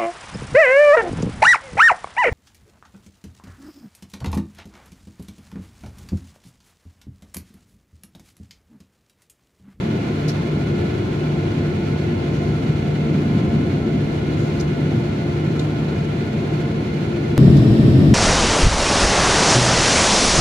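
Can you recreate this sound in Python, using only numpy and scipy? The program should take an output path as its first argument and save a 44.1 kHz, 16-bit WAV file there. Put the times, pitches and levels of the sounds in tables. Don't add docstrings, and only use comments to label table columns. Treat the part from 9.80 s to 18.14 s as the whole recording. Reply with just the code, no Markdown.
import sys
import numpy as np
from scipy import signal
from scipy.fft import rfft, irfft
from scipy.io import wavfile
from scipy.ndimage import uniform_filter1d

SR = 44100
rng = np.random.default_rng(int(sys.argv[2]) if len(sys.argv) > 2 else 0)


def pcm_store(signal):
    levels = np.round(np.clip(np.atleast_2d(signal), -1, 1) * 32767)
    wavfile.write(sys.argv[1], SR, levels.astype(np.int16).T)


N = 367773

# (relative, per Hz)
TAXI_RUMBLE = [(13, -55), (28, -35), (50, -17.5), (80, -3.5), (130, 0.5), (175, -1.5), (220, 0),
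               (255, -3.5), (370, -4.5), (470, -15), (530, -16), (780, -23.5), (1000, -32.5), (1400, -68),
               (3000, -120)]
HEAVY_RUMBLE = [(13, -63), (28, -38), (48, -16), (75, -11), (112, -2.5), (133, 3), (155, -3.5), (200, -6),
                (224, -2.5), (245, -9.5), (330, -9.5), (410, -17), (500, -28), (550, -25.5), (680, -28.5),
                (1000, -49.5), (2200, -110)]
# (relative, per Hz)
TAXI_AIR = [(600, -6), (1000, 0.5), (1170, -0.5), (1300, -0.5), (1550, 0), (1720, 0.5), (1850, -3),
            (1970, 1), (2400, 1), (2650, -3.5), (3150, -5.5), (3500, -6), (4350, -6), (4800, -13),
            (6700, -16.5), (8600, -25.5), (12200, -28), (13000, -34), (13500, -90)]
HEAVY_AIR = [(300, -63), (900, 4), (1500, 1), (2900, -2), (3750, -1.5), (4400, -6.5), (5500, -7),
             (5900, -17), (6900, -18.5), (7900, -15), (8500, -21.5), (12000, -21), (13000, -27),
             (13600, -83)]
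# freq_hz, side_minus_mid_db
TAXI_WIDTH = [(60, -36), (110, -21), (200, -19), (370, -18.5), (670, -1), (1230, 3), (2260, -2.5),
              (4130, -1), (7560, 0), (13800, -1.5)]
HEAVY_WIDTH = [(60, -16), (110, -23), (200, -17), (370, -14.5), (670, -3), (1230, 2.5), (2260, 0),
               (4130, -1), (7560, 0.5), (13800, -5)]
# freq_hz, left_minus_right_db
TAXI_LEAN = [(60, 1), (110, 0.0), (200, 0), (370, 2), (670, 2), (1230, 1), (2260, -5), (4130, -2),
             (7560, 0.5), (13800, -1)]
HEAVY_LEAN = [(60, 0), (110, 0.5), (200, 1.5), (370, 2), (670, 3), (1230, 0.5), (2260, -0.5), (4130, -3.5),
              (7560, -6), (13800, 0)]
# time_s, level_db
BOOM_SURGES = [(7.585, -9), (7.693, -7.5), (7.717, -11), (7.751, -9), (7.809, -9.5), (7.851, -19),
               (7.873, -10), (7.939, -13), (7.973, -25), (7.999, -8), (8.025, -16), (8.045, -10.5),
               (8.105, -13), (8.197, -9.5), (8.231, -14), (8.33, -9)]
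# order (multiple of the shaft rate), left_db, right_db
FAN_ORDERS = [(1, -34.5, -36.5), (2, -55, -48), (3, -48, -65), (5, -75, -54), (6, -64, -55),
              (7, -53.5, -63), (9, -83, -79)]
# pitch_hz, mid_db, side_db
MACHINE_TONES = [(98.5, -37, -59), (300.6, -43, -56), (885.5, -56, -60), (1334, -65, -68),
                 (1348.3, -52.5, -72), (1366, -63, -67), (1386, -65, -61), (1465, -61, -56),
                 (1763, -63, -64), (2079, -65, -67), (2644, -67, -62), (2655, -66, -68), (2775, -75, -64),
                 (3121, -68, -71), (3525.5, -66, -65), (4245, -67, -66)]
# centre_hz, width_hz, level_db (each ear gets 3 dB more)
TAXI_WHINES = [(452.2, 15.4, -40.5), (686, 24, -46), (749, 20, -53.5), (882, 22, -59), (1457, 40, -53.5),
               (2100, 130, -54), (2520, 44, -63), (2853, 54, -60.5), (2930, 23, -56.5), (3360, 98, -58.5)]
HEAVY_WHINES = [(1827, 23, -50)]
# pitch_hz, swell_rise_hz, wander_hz, wander_rate_hz, left_db, right_db,
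# swell_change_db (negative eases)
TURBINES = [(1439, 10, 10.13, 12.4, -55, -48, -2.5), (2125, 4, 48, 16, -60.5, -57, 6.5)]
# start_s, envelope_peak_db
BUMPS = [(0.478, -13), (2.622, -19), (2.896, -11.5), (3.21, -18), (4.484, -30), (6.249, -21), (7.998, -7)]
# start_s, rise_s, decay_s, scrape_db, resonance_hz, resonance_db
RUSTLES = [(0.479, 0.006, 0.013, -33, 5100, -34), (0.489, 0.003, 0.014, -46, 2120, -35),
           (0.495, 0.003, 0.017, -45, 5430, -41), (2.52, 0.02, 0.2, -57, 6500, -58),
           (4.56, 0.054, 0.08, -50, 6800, -53), (4.793, 0.0072, 0.005, -50, 4900, -39),
           (4.8, 0.002, 0.004, -41, 5800, -31), (4.808, 0.002, 0.0086, -38, 6500, -40),
           (5.785, 0.015, 0.018, -49, 6840, -46), (5.793, 0.003, 0.008, -45, 3770, -35),
           (6.243, 0.003, 0.006, -49, 6500, -50), (7.765, 0.0072, 0.012, -39.5, 3600, -44)]
# (relative, per Hz)
RUSTLE_COLOUR = [(500, -45), (2000, -20), (3100, -18), (4000, 4.5), (5700, -3), (6700, -2), (7600, -13),
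                 (9200, -13.5), (11700, -13), (13200, -24), (13800, -62)]

TIME = np.arange(N) / SR
SIDES = np.array([[1], [-1]])
CUT_S = 7.5788
SWELL_TOP_S, SWELL_HALF_S = 4.03, 2.64


def taxiing():
    drone, upper = taxi_rumble()
    machines = fans() + machine_tones() + whines(TAXI_WHINES) + turbine_whines()
    lull_db = np.interp(TIME, [0.4, 0.46], [-3, 0])
    return (drone + hum()) * undb(lull_db) + upper + machines + vent_air()


def heavy_roll(boom_below_hz=220, upper_gain_db=-9.5, even_span_s=0.03, air_gain_db=-38):
    body = field(HEAVY_RUMBLE, HEAVY_WIDTH, HEAVY_LEAN)
    upper = band(body, boom_below_hz, SR / 2)
    surge_db = np.interp(TIME, *np.transpose(BOOM_SURGES))
    boom = even(body - upper, even_span_s) * undb(surge_db)
    air = field(HEAVY_AIR, HEAVY_WIDTH, HEAVY_LEAN) * undb(air_gain_db)
    return boom + upper * undb(upper_gain_db) + air + whines(HEAVY_WHINES)


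def taxi_rumble(wheel_gain_db=-22, uneven_db=1.0, uneven_rate_hz=10.0, rough_at_s=3.62, rough_half_s=0.46,
                rough_rise_db=7, engine_gain_db=-22.0, roar_half_s=0.76, roar_rise_db=1,
                drone_below_hz=135, drone_gain_db=-0.8, drone_rise_db=3):
    body = field(TAXI_RUMBLE, TAXI_WIDTH, TAXI_LEAN)
    wheels = band(body, 85, 330)
    rough_extra = undb(rough_rise_db * bell(rough_at_s, rough_half_s)) - 1
    rough = band(body, 165, 290) * rough_extra
    rolling = (wheels + rough) * undb(wheel_gain_db + uneven_db * walk(uneven_rate_hz))
    roar_db = engine_gain_db + roar_rise_db * bell(SWELL_TOP_S, roar_half_s)
    rumble = rolling + (body - wheels) * undb(roar_db)
    upper = band(rumble, drone_below_hz, SR / 2)
    drone_db = drone_gain_db + drone_rise_db * bell(SWELL_TOP_S, SWELL_HALF_S)
    return (rumble - upper) * undb(drone_db), upper


def hum(pitch_hz=150.23, base_db=-27.5, rise_db=3.5, side_db=-21, waver_db=1.5, waver_rate_hz=5):
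    phase = 2 * np.pi * pitch_hz * TIME
    level_db = base_db + rise_db * bell(SWELL_TOP_S, SWELL_HALF_S) + waver_db * walk(waver_rate_hz)
    wave = np.sin(phase) + SIDES * undb(side_db) * np.cos(phase)
    return np.sqrt(2) * undb(level_db) * wave


def fans(shaft_hz=346.6, beat_hz=0.31, in_step_s=1.5, twin_db=-4, ear_lag_rad=0.62, ear_beat_s=0.24,
         drift_hz=0.25, drift_rate_hz=1.76, waver_db=1, waver_rate_hz=11.0):
    right = np.array([[0], [1]])
    phase = 2 * np.pi * np.cumsum(shaft_hz + drift_hz * walk(drift_rate_hz)) / SR - ear_lag_rad * right
    slip = 2 * np.pi * beat_hz * (TIME - in_step_s - ear_beat_s * right)
    out = 0
    for order, left_db, right_db in FAN_ORDERS:
        pair = np.sin(order * phase) + undb(twin_db) * np.sin(order * (phase + slip))
        ears_db = np.array([[left_db], [right_db]]) + waver_db * walk(waver_rate_hz)
        out = out + pair * undb(ears_db)
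    return np.sqrt(2) * out


def machine_tones(lowest_drift_hz=0.249, drift_rate_hz=3.33, waver_db=3.5, waver_rate_hz=23.0):
    lowest_hz = MACHINE_TONES[0][0]
    out = 0
    for pitch_hz, mid_db, side_db in MACHINE_TONES:
        drift_hz = lowest_drift_hz * np.sqrt(pitch_hz / lowest_hz)
        phase = 2 * np.pi * np.cumsum(pitch_hz + drift_hz * walk(drift_rate_hz)) / SR
        tone = undb(mid_db) * np.sin(phase) + SIDES * undb(side_db) * np.cos(phase)
        out = out + np.sqrt(2) * tone * undb(waver_db * walk(waver_rate_hz))
    return out


def whines(rows):
    power, total = 0, 0
    for centre_hz, width_hz, level_db in rows:
        offset = (bins() - centre_hz) / width_hz
        power = power + undb(level_db) ** 2 / width_hz / (1 + 2 * offset ** 2) ** 3
        total = total + undb(level_db) ** 2
    gain = np.sqrt(power)
    return np.sqrt(2 * total) * np.array([noise(gain), noise(gain)])


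def turbine_whines(waver_db=2.0, waver_rate_hz=16):
    swell = bell(SWELL_TOP_S, SWELL_HALF_S)
    out = 0
    for pitch_hz, rise_hz, wander_hz, wander_rate_hz, left_db, right_db, change_db in TURBINES:
        now_hz = pitch_hz + rise_hz * swell + wander_hz * walk(wander_rate_hz)
        phase = 2 * np.pi * np.cumsum(now_hz) / SR
        ears_db = np.array([ear_db + waver_db * walk(waver_rate_hz) for ear_db in (left_db, right_db)])
        out = out + undb(ears_db + change_db * swell) * np.sin(phase)
    return np.sqrt(2) * out


def bumps(thud_hz=150, rise_s=0.0054):
    out = 0
    for start_s, peak_db in BUMPS:
        age_s = np.maximum(TIME - start_s, 0)
        envelope = age_s / rise_s * np.exp(1 - age_s / rise_s)
        out = out + undb(peak_db) * envelope * np.sin(2 * np.pi * thud_hz * age_s)
    return out


def cut_click(edge_db=-5, thud_hz=130, decay_s=0.004, crackle_db=-37, crackle_half_s=0.0006):
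    age_s = np.maximum(TIME - CUT_S, 0)
    thud = (age_s > 0) * np.exp(-age_s / decay_s) * np.cos(2 * np.pi * thud_hz * age_s)
    crackle = bell(CUT_S, crackle_half_s) * rng.standard_normal(N)
    return undb(crackle_db) * crackle - undb(edge_db) * thud


def rustles(grain_db=1.5, grain_rate_hz=220, stir_db=-61, stir_spread_db=3.0, stir_rate_hz=30,
            ring_width_hz=800):
    colour = undb(on_bins(RUSTLE_COLOUR))
    scrape = np.array([noise(colour), noise(colour)])
    push = rng.standard_normal((2, N))
    out = scrape * undb(stir_db + stir_spread_db * walk(stir_rate_hz))
    for start_s, rise_s, decay_s, scrape_db, ring_hz, ring_db in RUSTLES:
        age_s = TIME - start_s
        rise = np.clip(age_s / rise_s, 0, 1)
        decay = np.exp(-np.clip(age_s - rise_s, 0, 1) / decay_s)
        b, a = signal.iirpeak(ring_hz, ring_hz / ring_width_hz, fs=SR)
        ring = unit(signal.lfilter(b, a, signal.lfilter(b, a, push)))
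        out = out + rise * decay * (undb(scrape_db) * scrape + undb(ring_db) * ring)
    return out * unit(undb(grain_db * walk(grain_rate_hz)))


def vent_air(gain_db=-41, flutter_db=0.94, flutter_rate_hz=30):
    air = field(TAXI_AIR, TAXI_WIDTH, TAXI_LEAN)
    return air * undb(gain_db + flutter_db * walk(flutter_rate_hz))


def field(colour, width, lean):
    gain = undb(on_bins(colour))
    mid = rfft(noise(gain))
    side = rfft(noise(gain)) * undb(on_bins(width))
    return irfft((mid + SIDES * side) * undb(SIDES * on_bins(lean) / 2), N)


def noise(gain):
    return unit(irfft(rfft(rng.standard_normal(N)) * gain, N))


def walk(rate_hz):
    return noise(np.exp(-(bins() / rate_hz) ** 2))


def bell(at_s, half_s):
    return np.exp(-((TIME - at_s) / half_s) ** 2)


def band(x, low_hz, high_hz):
    gain = 1 / (1 + (bins() / high_hz) ** 6) - 1 / (1 + (bins() / low_hz) ** 6)
    return irfft(rfft(x) * gain, N)


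def even(x, span_s):
    span = max(int(span_s * SR), 1)
    power = np.mean(x ** 2, axis=0)
    smooth = uniform_filter1d(uniform_filter1d(power, span), span)
    return x / np.sqrt(smooth + 1e-12)


def on_bins(points):
    freq_hz, value = np.transpose(points)
    return np.interp(np.log(bins() + 1), np.log(freq_hz), value)


def bins():
    return np.arange(N // 2 + 1) * SR / N


def undb(db):
    return 10 ** (np.asarray(db) / 20)


def unit(x):
    return x / np.sqrt(np.mean(x ** 2))


def scene():
    after = np.clip((TIME - CUT_S) / 0.003, 0, 1)
    fade = np.clip((TIME[-1] - TIME) / 0.004, 0, 1)
    rolling = (1 - after) * taxiing() + after * fade * heavy_roll()
    return rolling + bumps() + cut_click() + rustles()


def record(dry, top_hz=14438):
    rounded = dry / (1 + dry ** 6) ** (1 / 6)
    lowpass = signal.ellip(8, 0.2, 70, top_hz, fs=SR, output="sos")
    return signal.sosfilt(lowpass, rounded)


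dry = scene()
out = record(dry)
pcm_store(out)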